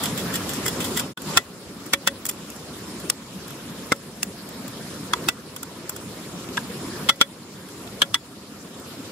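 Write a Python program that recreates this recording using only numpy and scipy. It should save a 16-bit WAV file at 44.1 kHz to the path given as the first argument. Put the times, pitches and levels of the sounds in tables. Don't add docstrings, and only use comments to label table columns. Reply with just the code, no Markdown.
import sys
import numpy as np
from scipy import signal
from scipy.fft import rfft, irfft, next_fast_len
from scipy.io import wavfile
from scipy.ndimage import uniform_filter1d

SR = 44100
rng = np.random.default_rng(int(sys.argv[2]) if len(sys.argv) > 2 else 0)


def generate_wav(sig):
    pcm = np.round(np.clip(np.atleast_2d(sig).T, -1, 1) * 32767).astype(np.int16)
    wavfile.write(sys.argv[1], SR, pcm)


def volts_from_db(level):
    exponent = np.asarray(level, float) / 20
    return 10 ** exponent


N = 401751

# t/s, tube level/dB, blade level/dB, splinter level/dB,
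# tone of the struck spot f/Hz
CHOPS = [
    (7.0884, -25, -13, -28, 1380),
    (7.0925, -16, -8.5, -18, 2099),
    (7.0974, -15.5, -13, -23.5, 1354),
    (7.212, -13.5, -5.5, -16, 1410),
    (7.213, -15, -14.5, -36, 2256),
    (8.0181, -17.5, -11, -20, 1680),
    (8.0195, -11, -16, -23, 3300),
    (8.1432, -25, -9.5, -20.5, 1330),
    (8.147, -24, -40, -40, 1980),
    (8.148, -34.5, -45, -45, 940),
]
BLOWS = [
    (1.3723, -14.5, -9, -10, 1376),
    (1.9345, -20, -16, -14, 1850),
    (1.9365, -16.5, -17, -22, 2300),
    (2.0737, -20, -13.5, -13.5, 1560),
    (5.2864, -18.5, -15.5, -17, 1530),
    (5.2875, -20, -25, -22, 2680),
    (1.3735, -16, -18, -25, 1840),
    (2.0745, -17.5, -33, -38, 1850),
]
KNOCKS = [
    (3.0994, -25, -21, -9, 3725),
    (3.92, -12, -21, -21, 2110),
    (3.9236, -13, -23, -20, 1335),
    (4.2301, -25, -26.5, -17, 2710),
    (5.1347, -12, -15.5, -23, 1324),
    (5.1352, -19.5, -45, -42, 995),
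    (6.5715, -29.5, -27, -29, 2880),
    (6.5762, -16, -31.5, -33, 1620),
    (6.5768, -21, -31, -39, 980),
]
TWISTS = [
    (0.0367, -36, -26, -19, 2060),
    (0.057, -52, -23.5, -22.5, 2630),
    (0.3406, -28.5, -29, -24, 1860),
    (0.3566, -45, -25, -21, 2720),
    (0.6624, -25, -29, -19, 2010),
    (0.681, -36, -24.5, -18, 1990),
    (0.9732, -26.5, -22, -16.5, 2030),
    (0.9956, -30, -22, -17.5, 1690),
]
RETURNS = [
    (0.1764, -42, -28, -25.5, 1870),
    (0.492, -44, -30.5, -25, 2000),
    (0.534, -38, -35, -27.5, 1840),
    (0.804, -42, -28, -26, 2040),
    (0.843, -36, -31, -26, 1000),
]
# t/s, tube level/dB, blade level/dB, splinter level/dB
TICKS = [(1.174, -7, -17, -22.5), (1.2196, -33, -39, -22), (1.862, -55, -49, -32),
         (2.2538, -55, -30.5, -19), (2.2643, -53, -51, -19), (2.2895, -47, -36, -15.5),
         (2.2945, -45, -26.5, -19), (2.3114, -51, -42, -31), (2.5015, -53.5, -49, -31),
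         (2.562, -50, -50, -36), (2.9994, -47, -40, -34), (3.4797, -29, -43, -33.5),
         (3.5054, -29, -39, -34), (3.7904, -47, -50.5, -49), (3.8694, -45, -50, -41),
         (3.9614, -49, -55, -41), (4.2306, -43, -51, -15.5), (4.4895, -51, -46, -33.5),
         (4.68, -45, -40, -31.5), (5.2405, -41, -40, -38), (5.5633, -24, -33, -27), (5.63, -23, -36, -23.5),
         (5.894, -24, -36, -18), (5.9627, -26, -39, -28.5), (6.4884, -48, -36, -42),
         (7.1591, -48, -55, -44), (7.6874, -31, -43, -40), (7.8744, -39, -36, -48), (8.7974, -50, -54, -38)]
# t/s, thud level/dB, hollow level/dB
THUDS = [
    (1.366, -22, -37),
    (1.933, -19.5, -23.5),
    (2.072, -23.5, -23),
    (3.916, -10.5, -29),
    (5.285, -31.5, -49),
    (7.091, -27, -27),
    (7.208, -15.5, -28),
    (8.019, -22, -28),
]

# f/Hz, level/dB, time to -60 dB/s
TUBE_MODES = [(850, -30, 0.054), (1000, -16, .07), (1360, -23, 0.063), (1390, 7, 0.07), (1482, 15, 0.055),
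              (1656, 11, 0.053)]
# f/Hz, level/dB, time to -60 dB/s
WALL_MODES = [(1810, -5, 0.14), (1977, 3, 0.15), (2060, 10.5, 0.027), (2300, 6.5, 0.011), (2632, 13, 0.035)]
# f/Hz, level/dB, time to -60 dB/s
BLADE_MODES = [(2940, -6, 0.02), (3114, 4, 0.026), (3353, 11, 0.041), (3410, 0, 0.099), (3547, -2, 0.066),
               (3700, -30, 0.066)]
# f/Hz, level/dB, time to -60 dB/s
SPLINTER_MODES = [(6900, -11, 0.015), (7360, -1.5, 0.024), (7670, 2, 0.0078), (8410, 0, 0.0061),
                  (9340, -1, 0.006), (10060, -7, 0.0085)]

# f/Hz, level/dB
BACKGROUND_COLOUR = [(30, -38), (75, -8.5), (145, -4), (210, 0.5), (404, -6.5), (600, -12.5), (801, -16.5),
                     (1070, -14), (2010, -21), (5300, -20.5), (6300, -28), (7300, -24), (11000, -26),
                     (16000, -36)]
# f/Hz, likeness/1
EAR_LIKENESS = [(60, 0.96), (130, 0.95), (290, 0.99), (640, 0.83), (1410, 0.43), (3100, -0.021),
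                (6820, -0.058), (15000, -0.073)]
# f/Hz, width/Hz, level against the haze/dB
INSECTS = [
    (5270, 310, -15.5),
    (7090, 650, -16.5),
]
# t/s, level/dB
TRAFFIC_SWELL = [(0, -0.5), (1.17, -0.5), (1.5, -0.5), (2.1, 1.5), (3.0, -1), (4.3, -0.5), (5.2, 0.5),
                 (5.6, 0), (6.8, -0.5), (8.0, 0.5), (9.11, -0.5)]
# t/s, depth/dB
GAIN_DIPS = [(1.385, -14), (1.94, -13.5), (2.08, -13), (2.3, -10), (3.105, -12), (3.925, -13), (4.235, -5),
             (5.29, -14), (7.1, -14.5), (7.22, -15), (8.025, -13.5), (8.15, -16.5)]
# t/s, level/dB
SCENE_CHANGE = [
    (.9, 0.5),
    (1.03, -2),
    (1.12, -10),
    (1.134, -22),
    (1.136, -60),
    (1.166, -60),
    (1.172, -13),
    (1.215, -7),
    (1.3, 1),
]

EVENT_S, LEAD_IN_S = 0.13, 0.02
SPOT_CYCLES, TUBE_UNDER_SPOT_DB = 66, -9.5
HOLLOW_HZ, HOLLOW_T60_S, THUD_HZ, THUD_T60_S = 555, 0.23, 283, 0.02
RUMBLE_DB, HAZE_DB, AIR_DB = -30, -34, -44.5
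GAIN_ATTACK_S, GAIN_RELEASE_S = 0.02, 1.62
SLOW_STEP = 40
CUTOFF_HZ, EDGE_HZ, BLOCK = 16450, (15250, 15650), 1024


def band(x, low_hz, high_hz):
    return signal.sosfilt(signal.butter(2, [low_hz, high_hz], "band", fs=SR, output="sos"), x)


def high_pass(x, order, hz):
    return signal.sosfilt(signal.butter(order, hz, "high", fs=SR, output="sos"), x)


def ring(force, hz, t60):
    r, w = volts_from_db(-60 / (t60 * SR)), 2 * np.pi * hz / SR
    return signal.lfilter([0, np.sin(w)], [1, -2 * r * np.cos(w), r * r], force + 1e-18)


def peak_one(x):
    return x / np.sqrt(2 * uniform_filter1d(x ** 2, size=132).max(axis=-1, keepdims=True))


def rms_one(x):
    return x / np.sqrt(np.mean(x ** 2) + 1e-20)


def at_hz(points, hz):
    table_hz, value = np.array(points).T
    return np.interp(np.log(hz), np.log(table_hz), value)


def in_time(rows):
    s, level = np.transpose(rows)
    return np.interp(np.arange(N) / SR, s, level)


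def slow_to_samples(slow):
    return np.interp(np.arange(N) / SLOW_STEP, np.arange(len(slow)), slow)


def drift(rate):
    r = np.exp(-2 * np.pi * rate * SLOW_STEP / SR)
    slow = signal.lfilter([1], [1, -2 * r, r * r], rng.standard_normal(N // SLOW_STEP + 2002))
    return slow_to_samples(rms_one(slow[2000:]))


def tearing_force(count, t, length_s, lead_s, lead_db, grain_db, alike):
    bite = volts_from_db(lead_db) * np.exp(np.minimum(t, 0) / max(lead_s, 1e-4))
    fall = np.exp(-(abs(t) / length_s) ** 1.04) + 0.74 * np.exp(-abs(t) / 0.0024)
    envelope = np.where(t < 0, bite, fall)
    grain = np.minimum(rng.exponential(1, (count, 1, len(t))), 4)
    grit = rng.standard_normal((count, 3, len(t))) * volts_from_db(grain_db * grain)
    alike = np.clip(alike, 0, 1)
    shared, separate = grit[:, :1], grit[:, 1:]
    return high_pass(envelope * (np.sqrt(alike) * shared + np.sqrt(1 - alike) * separate), 4, 820)


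def body_ring(force, modes, sustain, other_ear=0):
    hz, db, t60 = np.transpose(modes)
    strength = volts_from_db(db + 2.5 * rng.standard_normal((len(force), 2, len(modes))))
    rung = 0
    for k in range(len(modes)):
        rung = rung + strength[..., k:k + 1] * peak_one(ring(force, hz[k], t60[k] * sustain))
    if other_ear:
        rung = peak_one(rung + other_ear * rung[:, ::-1])
    return peak_one(rung)


def struck_spot(force, spots_hz, sustain):
    tones = []
    for f, hz in zip(force, spots_hz):
        tones.append(ring(f + 0.34 * f[::-1], hz, SPOT_CYCLES * sustain / hz))
    return peak_one(np.array(tones))


def contacts(events, length_s, lead_s, lead_db, grain_db, alike, gain_db, sustain, wall_db, crack_db, fizz_db):
    rows, out = np.array(events), np.zeros((2, N + SR))
    tube_db, blade_db, splinter_db = rows.T[1:4, :, None, None] + gain_db
    t = np.arange(round(EVENT_S * SR)) / SR - LEAD_IN_S
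    force = tearing_force(len(rows), t, length_s, lead_s, lead_db, grain_db, alike)
    sound = peak_one(band(force, 4490, 6230)) * volts_from_db((blade_db + splinter_db) / 2 + crack_db)
    sound += peak_one(band(force, 9830, 20400)) * volts_from_db(splinter_db + fizz_db)
    sound += body_ring(force, SPLINTER_MODES, sustain) * volts_from_db(splinter_db)
    sound += body_ring(force, TUBE_MODES, sustain, other_ear=0.11) * volts_from_db(tube_db + TUBE_UNDER_SPOT_DB)
    sound += body_ring(force, WALL_MODES, sustain) * volts_from_db(blade_db + wall_db)
    sound += body_ring(force, BLADE_MODES, sustain) * volts_from_db(blade_db)
    for spots_hz in rows.T[4:]:
        sound += struck_spot(force, spots_hz, sustain) * volts_from_db(tube_db)
    for s, piece in zip(rows[:, 0], sound):
        at = round((s + t[0]) * SR)
        out[:, at:at + len(t)] += piece
    return out[:, :N]


def chops():
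    return contacts(CHOPS, length_s=0.0059, lead_s=0.0041, lead_db=-14, grain_db=3.5, alike=0.047, gain_db=0.5,
                    sustain=0.78, wall_db=-12.5, crack_db=-2.5, fizz_db=-1.5)


def blows():
    return contacts(BLOWS, length_s=0.0056, lead_s=0.0035, lead_db=-6.5, grain_db=3.0, alike=0.041, gain_db=-0.5,
                    sustain=0.65, wall_db=-2.5, crack_db=0.0, fizz_db=-0.5)


def knocks():
    return contacts(KNOCKS, length_s=0.0029, lead_s=0.0036, lead_db=-11, grain_db=2.0, alike=0.033, gain_db=-0.5,
                    sustain=0.48, wall_db=-3.0, crack_db=0.5, fizz_db=-4)


def twists():
    return contacts(TWISTS, length_s=0.0098, lead_s=0.0083, lead_db=-3.5, grain_db=3, alike=0.11, gain_db=0.5,
                    sustain=0.78, wall_db=-15, crack_db=-5, fizz_db=1.5)


def returns():
    return contacts(RETURNS, length_s=0.025, lead_s=0.0034, lead_db=-7, grain_db=2.5, alike=0.16, gain_db=1.0,
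                    sustain=0.53, wall_db=-8.5, crack_db=-8, fizz_db=0.5)


def ticks():
    return contacts(TICKS, length_s=0.0046, lead_s=0.0021, lead_db=-8, grain_db=5.5, alike=0.093, gain_db=-1.0,
                    sustain=0.54, wall_db=-6, crack_db=-8, fizz_db=1)


def thuds():
    s, thud_db, hollow_db = np.transpose(THUDS)
    push, hum = np.zeros(N), np.zeros(N)
    at = np.round((s + 0.00335) * SR).astype(int)
    push[at], hum[at] = volts_from_db(thud_db), volts_from_db(hollow_db - 8.5)
    low = ring(push, THUD_HZ, THUD_T60_S)
    low += volts_from_db(-3.5) * ring(push, 476, 0.027)
    low += ring(hum, HOLLOW_HZ, HOLLOW_T60_S)
    return band(low, 120, 1060)


def haze(low_hz, high_hz, count, patchy_db):
    out, edges = 0, np.geomspace(low_hz, high_hz, count + 1)
    white = rng.standard_normal((2, 2, N))
    for k, (low, high) in enumerate(zip(edges, edges[1:])):
        mid, side = band(white[k % 2], low, high)
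        hz = np.sqrt(low * high)
        alike = np.clip(at_hz(EAR_LIKENESS, hz), -1, 1)
        gain = volts_from_db(at_hz(BACKGROUND_COLOUR, hz) + patchy_db * drift(13.8))
        out = out + gain * (np.sqrt(1 + alike) * mid + np.sqrt(1 - alike) * side * [[1], [-1]])
    return rms_one(out)


def insects():
    out = 0
    for hz, width, db in INSECTS:
        chirps = rms_one(band(rng.standard_normal((2, N)), hz - width / 2, hz + width / 2))
        out = out + volts_from_db(db + 2.5 * drift(6.6)) * chirps
    return out


def gain_control():
    s, depth_db = np.transpose(GAIN_DIPS)[..., None]
    since = np.arange(0, N, SLOW_STEP) / SR - s
    held = np.where(since > 0, depth_db * np.exp(-abs(since) / GAIN_RELEASE_S), 0).min(axis=0)
    r = np.exp(-SLOW_STEP / (SR * GAIN_ATTACK_S))
    return slow_to_samples(signal.lfilter([1 - r], [1, -r], held))


def background():
    rumble = volts_from_db(RUMBLE_DB + in_time(TRAFFIC_SWELL)) * haze(39.2, 752, count=10, patchy_db=2.5)
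    rain = volts_from_db(HAZE_DB) * (haze(867, 10680, count=10, patchy_db=2.2) + insects())
    air = volts_from_db(AIR_DB) * haze(10500, 16900, count=3, patchy_db=2.5)
    return (rumble + rain + air) * volts_from_db(gain_control())


def scene():
    return chops() + blows() + knocks() + twists() + returns() + ticks() + thuds() + background()


def flutter(x):
    size = next_fast_len(N)
    spectrum, hz = rfft(x, size), np.arange(size // 2 + 1) * SR / size
    quiet = uniform_filter1d(abs(x).max(axis=0), size=BLOCK) < 0.1
    sometimes = np.repeat(drift(12)[::BLOCK] < 0.1, BLOCK)[:N]
    for low, high, dropped in [(*EDGE_HZ, quiet & sometimes), (EDGE_HZ[1], SR, quiet)]:
        top = irfft(spectrum * ((hz > low) & (hz <= high)), size)[:, :N]
        x = x - top * uniform_filter1d(dropped * 1., size=256)
    return x


def low_pass(x):
    return signal.sosfilt(signal.butter(12, 16520, fs=SR, output="sos"), x)


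def record(dry):
    limited = np.clip(dry, -0.86, 0.86)
    cut = signal.sosfilt(signal.cheby2(16, 60, CUTOFF_HZ, fs=SR, output="sos"), limited)
    cut = high_pass(cut, 2, 40)
    mix = flutter(cut) * volts_from_db(in_time(SCENE_CHANGE))
    return low_pass(mix)


dry = scene()
out = record(dry)
generate_wav(out)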